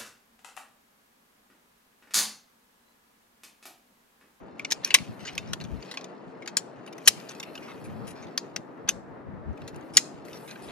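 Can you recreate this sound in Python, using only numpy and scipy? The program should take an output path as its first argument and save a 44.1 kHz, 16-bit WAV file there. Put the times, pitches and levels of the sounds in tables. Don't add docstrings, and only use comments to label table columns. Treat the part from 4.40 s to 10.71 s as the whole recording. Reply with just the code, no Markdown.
import sys
import numpy as np
from scipy import signal
from scipy.io import wavfile
from scipy.ndimage import uniform_filter1d

SR = 44100
rng = np.random.default_rng(int(sys.argv[2]) if len(sys.argv) > 2 else 0)


def materialize(psi):
    bounded = np.clip(np.atleast_2d(psi).T, -1, 1)
    quanta = np.round(bounded * 32767).astype(np.int16)
    wavfile.write(sys.argv[1], SR, quanta)


N = 278488

# time in seconds, level in dB.
HUSH_LEVEL = [(0.0, -47.5), (0.63, -45.5), (2.83, -45), (3.02, -44), (3.65, -43.5), (4.15, -45),
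              (4.85, -44.5), (6.31, -44.5)]
# frequency in Hz, relative density in dB per Hz.
HUSH_COLOUR = [(47, -42.5), (80, -9.5), (291, -1.5), (355, 9.5), (441, -13), (515, -5), (669, -7.5),
               (780, -9.5), (870, -9), (1640, -19), (2230, -43.5), (15000, -84.5)]
# frequency in Hz, likeness from -1 to 1.
PORT_LIKENESS = [(60, -0.32), (130, 0.77), (290, 0.6), (640, 0.26), (1410, 0.17), (3100, 0.72),
                 (6820, 0.07), (15000, 0.36)]
# time in seconds, flutter level in dB, rumble level in dB.
BREEZE = [(0.0, -60, -77), (0.32, -61.5, -80.5), (1.02, -55, -77), (1.14, -54, -71), (1.3, -61, -69.5),
          (1.56, -82.5, -95.5), (1.77, -80, -95.5), (2.07, -62.5, -92), (2.48, -70, -99), (3.27, -60, -91),
          (3.65, -60, -77), (3.9, -63.5, -90.5), (4.32, -64, -92), (4.66, -63, -75.5), (5.17, -53.5, -66),
          (5.52, -62.5, -75), (6.12, -58.5, -82), (6.31, -61, -67)]
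# centre in seconds, rumble in dB, flutter in dB, length in ms, left over right in dB.
THUMPS = [(.03, -49, -59, 35, -2), (.545, -50, -59, 51, -5), (.615, -55, -35, 45, 2),
          (.70, -82, -35, 53, 2), (1.0, -55, -45, 190, 4.5), (1.111, -61, -38.5, 110, 1.5),
          (1.25, -73, -40, 170, 7.5), (1.345, -36, -41.5, 81, 14), (1.40, -48, -50, 56, 7),
          (1.88, -62.5, -48, 51, 4), (2.681, -59, -58, 72, 5.5), (3.57, -72, -40.5, 380, 3.5),
          (3.86, -70, -45.5, 45, 6), (4.55, -65, -54.5, 165, 16), (4.73, -59, -57, 54, 7.5),
          (4.88, -62, -42, 44, 8), (4.95, -50, -47, 250, 6.5), (5.093, -34, -35.5, 74, 5),
          (5.22, -69, -44, 47, -5.5), (5.379, -76.5, -42.5, 60, 1), (5.78, -57.5, -63.5, 98, -2),
          (6.25, -54, -61, 110, -6.5)]
# time in seconds, level of the creeping tube in dB, level of the sleeve rustle in dB.
HANDLING = [(0.0, -72, -78), (0.14, -67.5, -96), (0.26, -59, -86), (0.41, -60, -81), (0.55, -47, -74),
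            (0.81, -66, -66), (1.02, -53.5, -78), (1.2, -68, -73), (1.53, -53, -73), (1.67, -62.5, -89),
            (1.8, -69, -96.5), (2.52, -65, -88), (2.67, -55, -58), (2.78, -56.5, -65), (3.14, -58, -65),
            (3.4, -62.5, -67), (4.05, -64, -80.5), (4.26, -74, -82), (5.02, -84, -90.5), (5.22, -63, -80),
            (5.46, -65, -72.5), (5.84, -64, -85.5)]
HANDLING_END = [(5.855, -58, -62), (6.063, -61, -59.5), (6.31, -56, -66)]
# frequency in Hz, relative density in dB per Hz.
RUSTLE_COLOUR = [(1180, -37), (2000, -16.5), (2470, -10), (3800, -17), (6530, -14.5), (8190, -26),
                 (9580, -3.5), (13000, -7)]
# start in seconds, level in dB.
LOOSE_KNOCKS = [(0.873, -43), (0.979, -35), (2.889, -50), (2.9987, -50), (3.03, -49.5), (3.153, -42),
                (4.4865, -34.5), (5.9313, -50)]
# frequency in Hz, relative level in dB, time to fall 60 dB in seconds.
LOOSE_MODES = [(2630, -1.5, 0.061), (2890, 0, 0.052), (3634, -1, 0.08), (4690, -4, 0.054),
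               (5300, -5.5, 0.062), (5600, -14, .045), (6930, -3, 0.041)]
# frequency in Hz, relative level in dB.
TUBE_MODES = [(350, -19), (520, -15.5), (700, -17.5), (900, -15.5), (1110, -0.5), (1310, -10), (1550, 4),
              (1850, 1), (2100, 3.5), (2370, 5.5), (2630, 3.5), (2900, 2), (3250, -1), (3550, -0.5),
              (3900, 0.5), (4200, -1.5), (4550, -0.5), (4900, -14.5), (5260, 0), (5600, -2), (6030, 0),
              (6660, -0.5), (7070, -7.5), (7700, -14), (8840, -9.5), (9450, -5.5), (10100, -5.5),
              (11300, -5), (11900, -20), (13500, -18.5), (15300, -6.5)]
# time in seconds, level in dB, favoured pitch in Hz, modes
# near 2.5 kHz and near 10 kHz against those near 6 kHz in dB, rattle time in ms.
SLIDES = [(.432, -41.5, 5440, 9, -7, 17), (.455, -36.5, 2290, -11, -2, 28),
          (.79, -46, 3020, -5, -4, 180), (.85, -35.5, 1820, -14, -12, 29),
          (.875, -34.5, 2880, 1, -17, 14), (1.07, -48.5, 5370, -1, -8, 65),
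          (2.655, -32, 5850, -11, -4, 35), (2.90, -41, 3500, -4, 6, 16),
          (3.05, -50, 2530, 15, -16, 41), (3.22, -46, 2300, -1, -8, 50),
          (3.275, -42.5, 1300, 14, -19, 46), (3.44, -45.5, 2380, 3.5, 24.5, 19),
          (3.668, -38, 1550, 0.5, 20.5, 41), (3.75, -50.5, 4960, -3.5, -5.5, 64),
          (3.82, -46.5, 6220, -4, -3, 19), (3.865, -50, 4400, 2.5, -13, 14.8),
          (4.476, -41, 4400, -2, -17, 8.6), (5.535, -38, 5243, -11.5, 11.5, 57),
          (5.94, -49, 5240, -8, 2, 28), (6.075, -43.5, 4200, 1, 15, 50),
          (6.22, -47, 5440, -12, 18.5, 47), (6.28, -44.5, 4120, 9, 19, 46)]
KNOCKS = [(.194, -28, 2274, 4, -14, 1.6), (.2473, -25.5, 2630, -8, -19, 4.2),
          (.3044, -31, 1820, -14, -15, 3.1), (.3115, -24, 5660, -12, -21, 1.7),
          (.3196, -17, 5700, -13.5, -6, 3.3), (.3245, -24.5, 6300, -12, -5, 3.7),
          (.4459, -17, 5680, -13, 0, 2.8), (.4744, -37, 2410, 5, 12, 1.7), (.505, -23, 2630, -1, -9, 1.2),
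          (.5418, -6, 2700, -5, 8.5, 3.8), (.5472, -8, 2237, -7.5, -7, 2.7),
          (.585, -30, 2336, -8, -12, 2.7), (.9312, -52, 4910, -10, 10, 2.7),
          (.9514, -40, 5130, -4, 10, 2.1), (.9783, -22.5, 2670, -9, -1, 2.5),
          (1.132, -23.5, 1950, -6.5, -4.5, 4.2), (1.202, -41.5, 2960, -3, -12, 1.3),
          (1.211, -37, 4200, -5, -21, 0.94), (1.239, -44, 4330, -9, -8, 3.4),
          (1.249, -44, 3500, -5, -8, 1.3), (1.4254, -41, 4400, -12, -10, 1.5),
          (1.5125, -35, 4200, -6, 1, 0.87), (1.54, -37.5, 1780, -3, -1, 0.82),
          (1.572, -28, 2540, -3, -26, 1.37), (1.6098, -44, 3860, -15, -11, 3.6),
          (1.6426, -39, 2490, -13.5, -6.5, 2.1), (2.0218, -41.5, 2050, 0, -12.5, 1),
          (2.059, -41.5, 1990, -4, -1, 3.8), (2.0756, -29.5, 2220, -1, -4, .92),
          (2.169, -14, 6940, -10, 0.5, 1.55), (2.4632, -47, 1910, -6, 6, 3.2),
          (2.4758, -42, 2900, 6.5, 7, 0.94), (2.526, -46.5, 2790, -5, 0.5, 9),
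          (2.58, -44, 2210, -12, -6, 5.2), (2.675, -5.5, 2390, -6.5, 10, 3.8),
          (2.68, -6, 2670, -17, 0, 4.8), (2.7994, -44.5, 2420, -15, -19, 2.5),
          (2.891, -37.5, 4500, -15, -6, 5.2), (2.9487, -47, 1710, -17, -9, 2.9),
          (2.9987, -34, 3470, -12, -8, 5.2), (3.028, -34, 2630, -5, -5, 9.4),
          (3.1535, -42, 2560, -1, -20.5, 3.1), (3.176, -38, 2960, 3.5, -6, 3.7),
          (3.9761, -18.5, 4510, -15.5, -6.5, 2.6), (4.1616, -24.5, 2120, -8.5, -14, 3),
          (4.4885, -13, 5940, -7, 3.5, 2.9), (5.1294, -58.5, 1580, -5.5, -13.5, 2.4),
          (5.1756, -50.5, 1543, 7, -17.5, 1.8), (5.218, -48.5, 1878, 5.5, -23.5, 2),
          (5.2772, -40, 4730, -10, -0.5, 0.81), (5.344, -49, 1566, -4, -5, 1.8),
          (5.3594, -50, 1700, -11.5, 10, 3), (5.4096, -54.5, 1520, -11, -2.5, 2.6),
          (5.5692, -1.5, 7200, -23.5, -2.5, 2.6), (5.5752, -16, 6040, -1.5, 1, 2.7),
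          (5.8506, -51.5, 1560, -9, 7, 2.7), (5.8835, -44.5, 1600, 0, 6, 2.4),
          (5.9306, -45, 5800, -9.5, -6, 3.1), (5.972, -51, 4300, -2.5, -4, 2.5),
          (6.11, -39.5, 4140, -7, -21, 2.3), (6.1566, -42, 1590, 4, -12, 5.9)]

LUMPY_DB, LUMPS_PER_S = 7, 18
WIND_LEFT_DB, VEER_DB = 3.5, 2.5
GROUND_S, GROUND_DB = .0056, -13
SLOPE_T60_S, SLOPE_DB = .36, -32.5
GRIP_T60_S = .014
PORT_LEAD_S = .00002
PORT_TURN = 0.39
POLE_LEFT_DB, POLE_SWAY_DB = 2.5, 1.2
SOFT_DB, THINNING = -40, .35
LOW_SHARE = 0.81
DIP_4K_DB = 1
CUTOFF_HZ = 16400


def from_db(db):
    return 10 ** (np.asarray(db) / 20)


def rms_one(x):
    return x / np.sqrt(np.mean(x ** 2) + 1e-20)


def in_time(rows):
    s, *columns = np.transpose(rows)
    return [np.interp(np.arange(N) / SR, s, column) for column in columns]


def at_hz(points, hz):
    f, value = np.transpose(points)
    return np.interp(np.log(hz), np.log(f + 1), value)


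def band(x, low_hz, high_hz):
    return signal.sosfilt(signal.butter(2, [low_hz, high_hz], "band", fs=SR, output="sos"), x)


def drift(rate_hz):
    r = np.exp(-80 * np.pi * rate_hz / SR)
    noise = rng.standard_normal(N // 40 + 2002)
    slow = signal.lfilter([1], [1, -2 * r, r * r], noise)[2000:]
    return np.interp(np.arange(N) / 40, np.arange(len(slow)), rms_one(slow))


def banded_noise(spectrum, patchy_db, flicker_hz):
    out = 0
    together = drift(flicker_hz)
    edges = 60 * 2 ** np.arange(0, 8.3, .5)
    white = rng.standard_normal((2, 2, N))
    for k, (low, high) in enumerate(zip(edges, edges[1:])):
        mid, side = band(white[k % 2], low, high)
        hz = np.sqrt(low * high)
        alike = np.clip(at_hz(PORT_LIKENESS, hz), -1, 1)
        flicker_db = patchy_db * (together + drift(flicker_hz))
        gain = from_db(at_hz(spectrum, hz) + flicker_db)
        out = out + gain * (np.sqrt(1 + alike) * mid + np.sqrt(1 - alike) * side * [[1], [-1]])
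    return rms_one(out)


def valley_hush():
    hush = from_db(in_time(HUSH_LEVEL)[0]) * banded_noise(HUSH_COLOUR, patchy_db=0.89, flicker_hz=8.8)
    high_pass = signal.butter(8, 125, "high", fs=SR, output="sos")
    return signal.sosfilt(high_pass, hush) * from_db([[1.2], [-1.2]])


def wind_and_thumps():
    flutter_db, rumble_db = np.array(in_time(BREEZE)) + LUMPY_DB * drift(LUMPS_PER_S)
    pan_db = WIND_LEFT_DB + VEER_DB * drift(LUMPS_PER_S)
    sides = np.array([[.5], [-.5]])
    swings = from_db(np.stack([rumble_db, flutter_db])[:, None] + sides * pan_db)
    for s, low_db, high_db, ms, left_db in THUMPS:
        bump = np.exp(-2 * ((np.arange(N) / SR - s) * 2000 / ms) ** 2)
        swings = swings + from_db(np.reshape([low_db, high_db], (2, 1, 1)) + sides * left_db) * bump
    shared = rng.standard_normal((2, N))
    own = rng.standard_normal((2, 2, N))
    push = 0.95 * shared[:, None] * [[1], [-1]] + own
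    rumble = rms_one(band(band(band(push[0], 39, 75), 46, 110), 38, 100))
    flutter = rms_one(band(band(push[1], 85, 240), 74, 250))
    return swings[0] * rumble + swings[1] * flutter


def hillside(x):
    lag = round(GROUND_S * SR)
    ground = band(np.pad(x, ((0, 0), (lag, 0)))[:, :N], 910, 12000)
    t = np.arange(SR // 2) / SR
    scatter = band(rng.standard_normal((2, len(t))), 2000, 10000)
    scatter = scatter * from_db(-60 * t / SLOPE_T60_S) * (t > .012)
    scatter = scatter / np.sqrt(np.sum(scatter ** 2) / 2)
    blurred = x * rms_one(band(rng.standard_normal(N), 100, 2000))
    slope = signal.fftconvolve(blurred, scatter, axes=1)[:, :N]
    return x + from_db(GROUND_DB) * ground + from_db(SLOPE_DB) * slope


def sleeve_rustle(level_db):
    rustle = from_db(level_db) * banded_noise(RUSTLE_COLOUR, patchy_db=1.2, flicker_hz=15)
    return signal.sosfilt(signal.butter(10, 13000, fs=SR, output="sos"), rustle)


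def handling_ticks(level_db):
    chance = 250 * from_db(5.0 * drift(8)) / SR
    sizes = from_db(3.3 * np.minimum(rng.exponential(1, N), 4))
    ticks = (rng.random(N) < chance) * sizes * rng.choice([-1, 1], N)
    click = band(ticks + 1e-18, 1500, 6600)
    return from_db(level_db) * rms_one(click) * from_db([[1.5], [-1.5]])


def tube_ring(gain_db, size=1024, count=3):
    mode_hz, mode_db = np.transpose(TUBE_MODES)
    hz = np.repeat(mode_hz, count)[:, None]
    level_db = np.repeat(mode_db + gain_db, count)[:, None]
    hz = hz * (1 + .03 * rng.standard_normal(hz.shape))
    t = np.arange(size) / SR
    lead = PORT_TURN + np.pi * hz * PORT_LEAD_S + .3 * rng.standard_normal(hz.shape)
    fade = from_db(level_db - 60 * t / GRIP_T60_S * np.sqrt(hz / 2500))
    start = rng.uniform(0, 2 * np.pi, hz.shape)
    return np.sum(fade * np.sin(2 * np.pi * hz * t + start + np.stack([lead, -lead])), axis=1)


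def creeping(level_db):
    grit_db = 5.6 * np.minimum(rng.exponential(1, N), 6) + 1.0 * drift(40)
    slips = rng.choice([-1, 1], N) * from_db(grit_db)
    grip = rng.integers(0, 4, N // 2000 + 1).repeat(2000)[:N]
    ring = 0
    for k in range(4):
        tap = tube_ring(np.zeros(len(TUBE_MODES)))
        ring = ring + signal.oaconvolve(tap, (slips * (grip == k))[None], axes=1)
    creep = rms_one(band(band(ring[:, :N], 1200, 8600), 900, 8800))
    return from_db(level_db) * creep * from_db([[1.5], [-1.5]])


def loose_section():
    t = np.arange(SR // 4) / SR
    out = np.zeros((2, N + SR))
    hz, level_db, t60 = np.transpose(LOOSE_MODES)[:, :, None]
    for s, db in LOOSE_KNOCKS:
        spread_db = rng.normal(0, 4.7, hz.shape)
        start = rng.uniform(0, 2 * np.pi, hz.shape)
        phase = 2 * np.pi * hz * t + start + np.reshape([PORT_TURN, -PORT_TURN], (2, 1, 1))
        fade = from_db(db + level_db + spread_db - 60 * t / t60)
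        i = round(s * SR)
        out[:, i:i + len(t)] += np.sum(fade * np.sin(phase), axis=1)
    return out[:, :N] * from_db([[POLE_LEFT_DB / 2], [-POLE_LEFT_DB / 2]])


def touches(rows, lumpy_db, rise_ms, sag_db, release_db_per_ms, top_hz):
    hz = np.array(TUBE_MODES)[:, 0]
    ms = np.arange(7000) * 1000 / SR
    out = np.zeros((2, N + 8192))
    for s, peak_db, pitch, body_db, high_db, rattle_ms in rows:
        low_db = LOW_SHARE * body_db - THINNING * max(peak_db - SOFT_DB, 0)
        pan_db = rng.normal(POLE_LEFT_DB, POLE_SWAY_DB)
        favour_db = 11.0 * np.exp(-(np.log2(hz / pitch) / 0.087) ** 2)
        strengths = [(1400, low_db), (2500, body_db), (4000, body_db / 2 + DIP_4K_DB),
                     (6000, 0.0067), (10000, high_db)]
        ring = tube_ring(favour_db + at_hz(strengths, hz))
        signs = rng.choice([-1, 1], len(ms))
        sizes = signs * from_db(lumpy_db * np.minimum(rng.exponential(1, len(ms)), 6))
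        ending_db = -sag_db * ms / rattle_ms - release_db_per_ms * np.maximum(ms - rise_ms - rattle_ms, 0)
        ending_db = np.maximum(ending_db, -17.0 - 0.97 * ms)
        contacts = sizes * np.minimum(ms / rise_ms, 1) ** 2 * from_db(ending_db)
        sound = signal.fftconvolve(ring, contacts[None], axes=1)
        loudest = np.sqrt(uniform_filter1d(sound ** 2, size=100, axis=1).max(axis=1, keepdims=True))
        level_db = peak_db + np.array([[pan_db / 2], [-pan_db / 2]])
        i = round((s - rise_ms / 2000) * SR)
        out[:, i:i + sound.shape[1]] += sound / loudest * from_db(level_db)
    return band(band(out[:, :N], 420, top_hz), 250, top_hz)


def slides():
    return touches(SLIDES, lumpy_db=5.5, rise_ms=8.0, sag_db=4.5, release_db_per_ms=0.7, top_hz=11000)


def knocks():
    return touches(KNOCKS, lumpy_db=2.0, rise_ms=1.9, sag_db=6.5, release_db_per_ms=11.5, top_hz=19300)


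def scene():
    creep_db, rustle_db = in_time(np.vstack([HANDLING, HANDLING_END]))
    background = valley_hush() + wind_and_thumps()
    handling = handling_ticks(creep_db - 13.5) + creeping(creep_db)
    pole = loose_section() + slides() + knocks()
    return background + sleeve_rustle(rustle_db) + hillside(handling + pole)


def record(dry):
    cut = signal.cheby2(12, 60, CUTOFF_HZ, fs=SR, output="sos")
    return signal.sosfilt(cut, np.clip(dry, -.92, .92))


dry = scene()
out = record(dry)
materialize(out)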